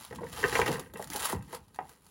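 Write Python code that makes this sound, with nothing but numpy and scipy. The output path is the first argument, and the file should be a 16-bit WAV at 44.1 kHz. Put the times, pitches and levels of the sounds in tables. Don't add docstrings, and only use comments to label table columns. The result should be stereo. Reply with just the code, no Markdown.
import sys
import numpy as np
from scipy import signal
from scipy.fft import rfft, irfft
from scipy.io import wavfile
from scipy.ndimage import uniform_filter1d

SR = 44100
rng = np.random.default_rng(int(sys.argv[2]) if len(sys.argv) > 2 else 0)


def pcm_store(signal):
    levels = np.round(np.clip(np.atleast_2d(signal), -1, 1) * 32767)
    wavfile.write(sys.argv[1], SR, levels.astype(np.int16).T)


def gain_from_decibels(decibels):
    exponent = np.asarray(decibels, float) / 20
    return 10 ** exponent


N = 92610

# pitch in Hz, relative level in dB, t60 in seconds.
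CASE_MODES = [(399, 0.5, 0.02), (474.3, 2, 0.063), (680, -8.5, 0.04), (850, -10.5, 0.083), (928, 0, 0.043),
              (1042.5, -2, 0.04), (1284, -3, 0.032), (1572, -11, 0.023), (1633, 1, 0.023), (1829, 1, 0.017),
              (1907, 0.5, 0.015), (2090, -6, 0.02), (2416, -8, 0.033), (2677, -0.5, 0.013)]
CASE_LOW_HZ = 337
MODE_SPREAD_DB = 1.5


def evened(x):
    return x / np.sqrt(np.mean(x ** 2) + 1e-20)


def read(points, hz):
    f, value = np.transpose(points)
    return np.interp(np.log(hz + 1), np.log(f + 1), value)


def follow(curve):
    t, db = np.transpose(curve)
    return gain_from_decibels(np.interp(np.arange(N) / SR, t, db))


def colour(x, spectrum):
    gain = gain_from_decibels(read(spectrum, np.fft.rfftfreq(N, 1 / SR)))
    return irfft(rfft(x) * gain, N)


def add(mix, s, sound):
    part = mix[round(s * SR):][:len(sound)]
    part += sound[:len(part)]


def clicks(per_s, size_db):
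    chance, sign, size = rng.random((N, 3)).T
    sizes = gain_from_decibels(size_db * np.minimum(-np.log(size + 1e-9), 4))
    return (chance < per_s / SR) * np.sign(sign - .5) * sizes


def diffuse(pair):
    # frequency in Hz, likeness from 0 to 1.
    alike = [(60, 0.97), (300, 0.5), (800, 0), (4000, 0), (16000, 0.4)]
    same = np.clip(read(alike, np.fft.rfftfreq(N, 1 / SR)), 0, 1)
    a, b = rfft(pair)
    shared, apart = np.sqrt(1 + same) * a, np.sqrt(1 - same) * b
    return irfft(np.array([shared + apart, shared - apart]) / np.sqrt(2), N)


def room_tone():
    # frequency in Hz, relative level in dB.
    room_shape = [(25, 8), (59, 13.5), (141, 7), (300, -5), (405, 9), (6920, -60), (11900, -49),
                  (16000, -33.5)]
    tone = diffuse(np.array([colour(z, room_shape) for z in rng.standard_normal((2, N))]))
    return gain_from_decibels(-66.5) * evened(tone)


def peel():
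    # time in seconds, relative level in dB.
    peel_curve = [(0, -52.5), (.1, -59.5), (.2, -66), (.3, -56), (.39, -44), (.44, -44.5), (.53, -40.5),
                  (.6, -37), (.65, -47.5), (.68, -46.5), (.74, -46.5), (.81, -61), (.85, -65), (.93, -76.5),
                  (1.02, -53.5), (1.07, -68.5), (1.12, -47.5), (1.205, -43.5), (1.25, -36), (1.32, -48.5),
                  (1.36, -59.5), (1.42, -73.5), (1.5, -61.5), (1.55, -49), (1.6, -70), (1.72, -76.5),
                  (1.88, -67.5), (1.92, -65), (2.0, -74.5), (2.1, -66)]
    cracks_per_s, size_db, t60, clump_db, kinds = 2500, 3.5, 0.0017, 1.5, 30
    t = np.arange(600) / SR
    cracks = np.zeros(N)
    for kind in range(kinds):
        crack = rng.standard_normal(len(t)) * gain_from_decibels(-60 * t / t60)
        cracks += signal.oaconvolve(clicks(cracks_per_s / kinds, size_db), crack)[:N]
    clumps = gain_from_decibels(clump_db * evened(uniform_filter1d(rng.standard_normal(N), 350)))
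    return gain_from_decibels(5.5) * follow(peel_curve) * evened(cracks * clumps)


def snaps():
    # start in seconds, relative level in dB, t60 in seconds.
    snap_rows = [(0.0488, -28, 0.016), (0.1483, -39, 0.036), (0.1585, -32.5, 0.019), (0.5541, -19, 0.024),
                 (0.615, -28, 0.042), (0.6596, -26.5, 0.12), (0.6788, -17, 0.022), (0.7153, -25, 0.032),
                 (0.7278, -21, 0.0104), (0.7951, -28.5, 0.04), (0.9368, -34.5, 0.021),
                 (0.9726, -31, 0.0064), (1.0244, -27.5, 0.011), (1.043, -26, 0.007), (1.073, -37, 0.031),
                 (1.1014, -24.5, 0.01), (1.1335, -26, 0.023), (1.1603, -19, 0.021), (1.2548, -20.5, 0.018),
                 (1.3214, -26.5, 0.041), (1.4247, -40.5, 0.016), (1.5264, -36, 0.03),
                 (1.5474, -30.5, 0.034), (1.6821, -47, 0.01), (1.745, -44.5, 0.046), (1.7597, -34.5, 0.01),
                 (1.8933, -38.5, 0.024), (1.9112, -50, 0.013), (2.0653, -44.5, 0.021)]
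    rise_s, trim_db = .0004, -4.5
    out, t = np.zeros(N), np.arange(2600) / SR
    for s, db, t60 in snap_rows:
        decay = gain_from_decibels(db + trim_db - 60 * t / t60)
        add(out, s, decay * np.minimum(t / rise_s, 1) * rng.standard_normal(len(t)))
    return out


def film():
    # frequency in Hz, relative level in dB.
    film_colour = [(240, -25.5), (450, -22.5), (900, -3.5), (1800, -13), (4000, -12.5), (6500, -13.5),
                   (9000, -5.5), (12000, -8.5), (15500, -10.5)]
    # time in seconds, gain in dB.
    treble_curve = [(.3, -5.5), (.65, -10), (.9, -0.5), (1.6, -4.5), (2.1, -2)]
    treble_hz = 8010
    out = peel() + snaps()
    treble = colour(out, [(treble_hz / 2, -40), (treble_hz, 0)])
    return colour(out + (follow(treble_curve) - 1) * treble, film_colour) * 4


def flutter():
    # time in seconds, relative level in dB.
    flutter_curve = [(0, -52), (.07, -69), (.13, -43.5), (.3, -50), (.46, -46), (.61, -39.5), (.75, -40.5),
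                     (.88, -55.5), (.98, -49.5), (1.31, -53.5), (1.35, -41.5), (1.46, -51.5), (1.75, -63.5),
                     (2.1, -67)]
    # frequency in Hz, relative level in dB.
    flap_colour = [(25, -29), (70, 5), (102, -1), (135, 1.5), (257, -2.5), (350, -13), (460, -80)]
    return gain_from_decibels(-2.5) * follow(flutter_curve) * evened(colour(rng.standard_normal(N), flap_colour))


def booms():
    # start in seconds, lower mode's level in dB, pitch settled on in Hz, t60 in seconds.
    boom_rows = [(0.13, -46.5, 91, 0.11), (0.443, -31, 67.5, 0.11), (.6, -30, 74.3, 0.075),
                 (0.685, -27, 152.2, 0.26), (.79, -39, 211, 0.14), (0.938, -43.5, 188, 0.35),
                 (1.151, -35.5, 169.4, 0.09), (1.331, -28.5, 108.4, 0.25), (1.791, -47, 168, 0.25)]
    extra_hz, slide_s = 500, 0.00406
    upper_ratio, upper_db = 1.7, -5
    out, t = np.zeros(N), np.arange(SR // 3) / SR
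    for s, db, end_hz, t60 in boom_rows:
        waver = 0.14 * evened(uniform_filter1d(rng.standard_normal(len(t)), 500))
        hz = end_hz * (1 + waver) + extra_hz * np.exp(-t / slide_s)
        turn = 2 * np.pi * np.cumsum(hz) / SR
        modes = np.sin(turn) + gain_from_decibels(upper_db) * np.sin(upper_ratio * turn)
        add(out, s, gain_from_decibels(db - 60 * t / t60) * modes)
    return out


def ring(gains_db, detune):
    detune_share, rise_s = .012, 0.00026
    hz, db, t60 = np.transpose(CASE_MODES)[:, :, None]
    t = np.arange(SR // 5) / SR
    decay = gain_from_decibels(db + gains_db[:, None] - 60 * t / t60)
    modes = decay * np.sin(2 * np.pi * hz * (1 + detune_share * detune[:, None]) * t)
    struck = modes.sum(0) * (1 - np.exp(-t / rise_s))
    return signal.sosfilt(signal.butter(4, CASE_LOW_HZ, "high", fs=SR, output="sos"), struck)


def rattle():
    # time in seconds, relative level in dB.
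    rattle_curve = [(0, -65), (.1, -85), (.13, -60), (.18, -70), (.25, -55), (.3, -55.5), (.43, -28.5),
                    (.5, -42), (.63, -57), (.72, -29), (.92, -57.5), (.96, -36), (1.07, -58), (1.15, -44.5),
                    (1.32, -37), (1.42, -55.5), (1.55, -46.5), (1.65, -80), (1.87, -48), (2.1, -95)]
    bumps_per_s, size_db, spots = 340, 5.5, 4
    out = np.zeros(N)
    for spot in range(spots):
        gains, detune = rng.standard_normal((2, len(CASE_MODES)))
        bumps = clicks(bumps_per_s / spots, size_db)
        out += signal.oaconvolve(bumps, ring(MODE_SPREAD_DB * gains, detune))[:N]
    return gain_from_decibels(-9.5) * follow(rattle_curve) * evened(out)


def knocks():
    # start in seconds, relative strength in dB, centre in Hz,
    # breadth in octaves (at least 0.15 is used), contact in seconds.
    knock_rows = [(.109, -31, 680, 2.4, 0.0015), (.126, -30, 775, 2.2, 0.0011),
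                  (.186, -28.5, 790, 0.94, 0.0023), (0.207, -26.5, 490, 0.81, 0.008),
                  (.231, -24, 500, 1.9, 0.0035), (.268, -39.5, 1830, 0.2, .001),
                  (0.381, -30, 880, 0.11, 0.0027), (0.44, -10, 725, 4.2, 0.0024),
                  (.526, -18.5, 650, 3.6, 0.0022), (0.554, -12.5, 1350, 2.8, 0.0017),
                  (.592, -13.5, 540, 1.2, 0.00096), (.616, -13.5, 1490, 2.1, 0.0013),
                  (.661, -18, 900, 7, 0.0035), (0.677, -17.5, 1230, 3.3, 0.0019),
                  (0.691, -17.5, 493, 0.74, 0.0064), (0.723, -27, 704, 3.3, 0.0026),
                  (0.783, -31, 880, 0.6, 0.00088), (1.025, -41.5, 1900, 0.17, 0.0011),
                  (1.116, -34.5, 2090, 0.072, 0.01), (1.134, -27.5, 806, 0.062, 0.022),
                  (1.214, -28, 790, 0.7, 0.00051), (1.258, -38.5, 2090, 0.093, 0.06),
                  (1.288, -31.5, 860, 0.52, 0.007), (1.53, -25, 690, 1.2, 0.0028),
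                  (1.789, -29, 1700, 2.46, 0.00041)]
    trim_db = -14.5
    rough_s = 0.0024
    blow_cycles = 0.25
    mode_hz = np.transpose(CASE_MODES)[0]
    out, t = np.zeros(N), np.arange(3000) / SR
    for s, db, centre_hz, breadth, contact in knock_rows:
        u = t / contact
        scrape = np.sqrt(u) * np.exp(-u)
        scrape = scrape * rng.standard_normal(len(t)) / np.linalg.norm(scrape)
        blow = np.sin(np.pi * np.minimum(t * centre_hz / blow_cycles, 1)) ** 2
        push = blow / blow.sum() + contact / rough_s * scrape
        away = np.log2(mode_hz / centre_hz) / max(breadth, .15)
        spread, detune = rng.standard_normal((2, len(CASE_MODES)))
        hit = signal.fftconvolve(push, ring(-10 * away ** 2 + MODE_SPREAD_DB * spread, detune))
        add(out, s, gain_from_decibels(db + trim_db) * hit / np.sqrt(np.mean(hit[:900] ** 2)))
    return out


def thuds():
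    # start in seconds, level in dB before the swell, starting pitch in Hz, t60 in seconds.
    thud_rows = [(.4395, -8, 1755, 0.01), (.553, -14.5, 2000, 0.017), (.592, -3.5, 890, 0.0075),
                 (.616, -12, 2236, 0.012), (.9955, -20.5, 780, .012), (1.0, -12, 667, 0.006),
                 (1.104, -37, 312, 0.038), (1.328, -14.5, 907, 0.015), (1.7885, -14, 850, 0.013)]
    sag, rise_s = 0.049, 0.00042
    out, t = np.zeros(N), np.arange(3000) / SR
    for s, db, hz, t60 in thud_rows:
        pitch = hz * (1 - sag * (1 - np.exp(-t / t60 * 4)))
        swell = (1 - np.exp(-t / rise_s)) ** 2
        add(out, s, gain_from_decibels(db - 60 * t / t60) * swell * np.sin(2 * np.pi * np.cumsum(pitch) / SR))
    return out


def counter(x):
    bounces, longest_s, top_hz = 14, .004, 8000
    taps = np.zeros((2, 1500))
    at = (12 + longest_s * SR * rng.random((2, bounces)) ** 2).astype(int)
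    np.put_along_axis(taps, at, rng.choice([-1., 1.], at.shape) / np.sqrt(bounces), 1)
    band = signal.butter(2, [2 * CASE_LOW_HZ, top_hz], "band", fs=SR, output="sos")
    taps = signal.sosfilt(band, taps)
    return x + gain_from_decibels(-3.5) * signal.fftconvolve(x[None], taps, axes=1)[:, :N]


def kitchen(x):
    # frequency in Hz, t60 in seconds.
    decay_times = [(200, 0.077), (800, 0.21), (3000, 0.12), (12000, 0.054)]
    cycles_per_s = 25
    taps = np.zeros((3, 2, SR // 2))
    at = np.arange(100, SR // 2 - 20, 20)
    at = at + rng.integers(0, 20, (3, 2, len(at)))
    np.put_along_axis(taps, at, rng.choice([-1., 1.], at.shape), 2)
    hz, t, z = signal.stft(taps, SR, nperseg=128)
    tail = signal.istft(z * gain_from_decibels(-60 * t / read(decay_times, hz)[:, None]), SR, nperseg=128)[1]
    tail = tail / np.linalg.norm(tail[0, 0])
    cycle = cycles_per_s * np.arange(N) / SR + np.arange(3)[:, None] / 3
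    share = np.sqrt(2 / 3) * np.cos(2 * np.pi * cycle)
    wet = signal.fftconvolve((share * x)[:, None], tail, axes=2).sum(0)
    return diffuse(wet[:, :N])


def ports(x):
    # frequency in Hz, lead of the left in radians.
    lead = [(0, 0), (860, 1), (2070, .3), (3190, 1.3), (4910, .4), (6980, -.3), (8200, -2.5), (8900, -3.7),
            (10400, -6.3), (11600, -6.5), (12700, -9.1), (14000, -9.7), (15200, -12.5)]
    # frequency in Hz, left minus right in dB.
    balance = [(60, -0.5), (150, -7), (380, 0.5), (950, 0), (2380, 1), (5980, 1), (15000, -0.5)]
    hz = np.fft.rfftfreq(N, 1 / SR)
    half = gain_from_decibels(read(balance, hz) / 2) * np.exp(.5j * np.interp(hz, *np.transpose(lead)))
    return irfft(rfft(x) * np.array([half, 1 / half]), N)


def scene():
    wrap = film() + flutter() + booms()
    case = rattle() + knocks() + thuds()
    close = counter(case) + counter(wrap)
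    return close + gain_from_decibels(-5.5) * kitchen(case + wrap) + room_tone()


def band_limit(x):
    return signal.sosfilt(signal.butter(12, 16980, fs=SR, output="sos"), x)


def record(dry):
    low_hz, edge_hz = 45, 15900
    heard = signal.sosfilt(signal.butter(4, low_hz, "high", fs=SR, output="sos"), ports(dry))
    heard = signal.sosfilt(signal.cheby1(10, .5, edge_hz, fs=SR, output="sos"), heard)
    return band_limit(heard)


dry = scene()
out = record(dry)
pcm_store(out)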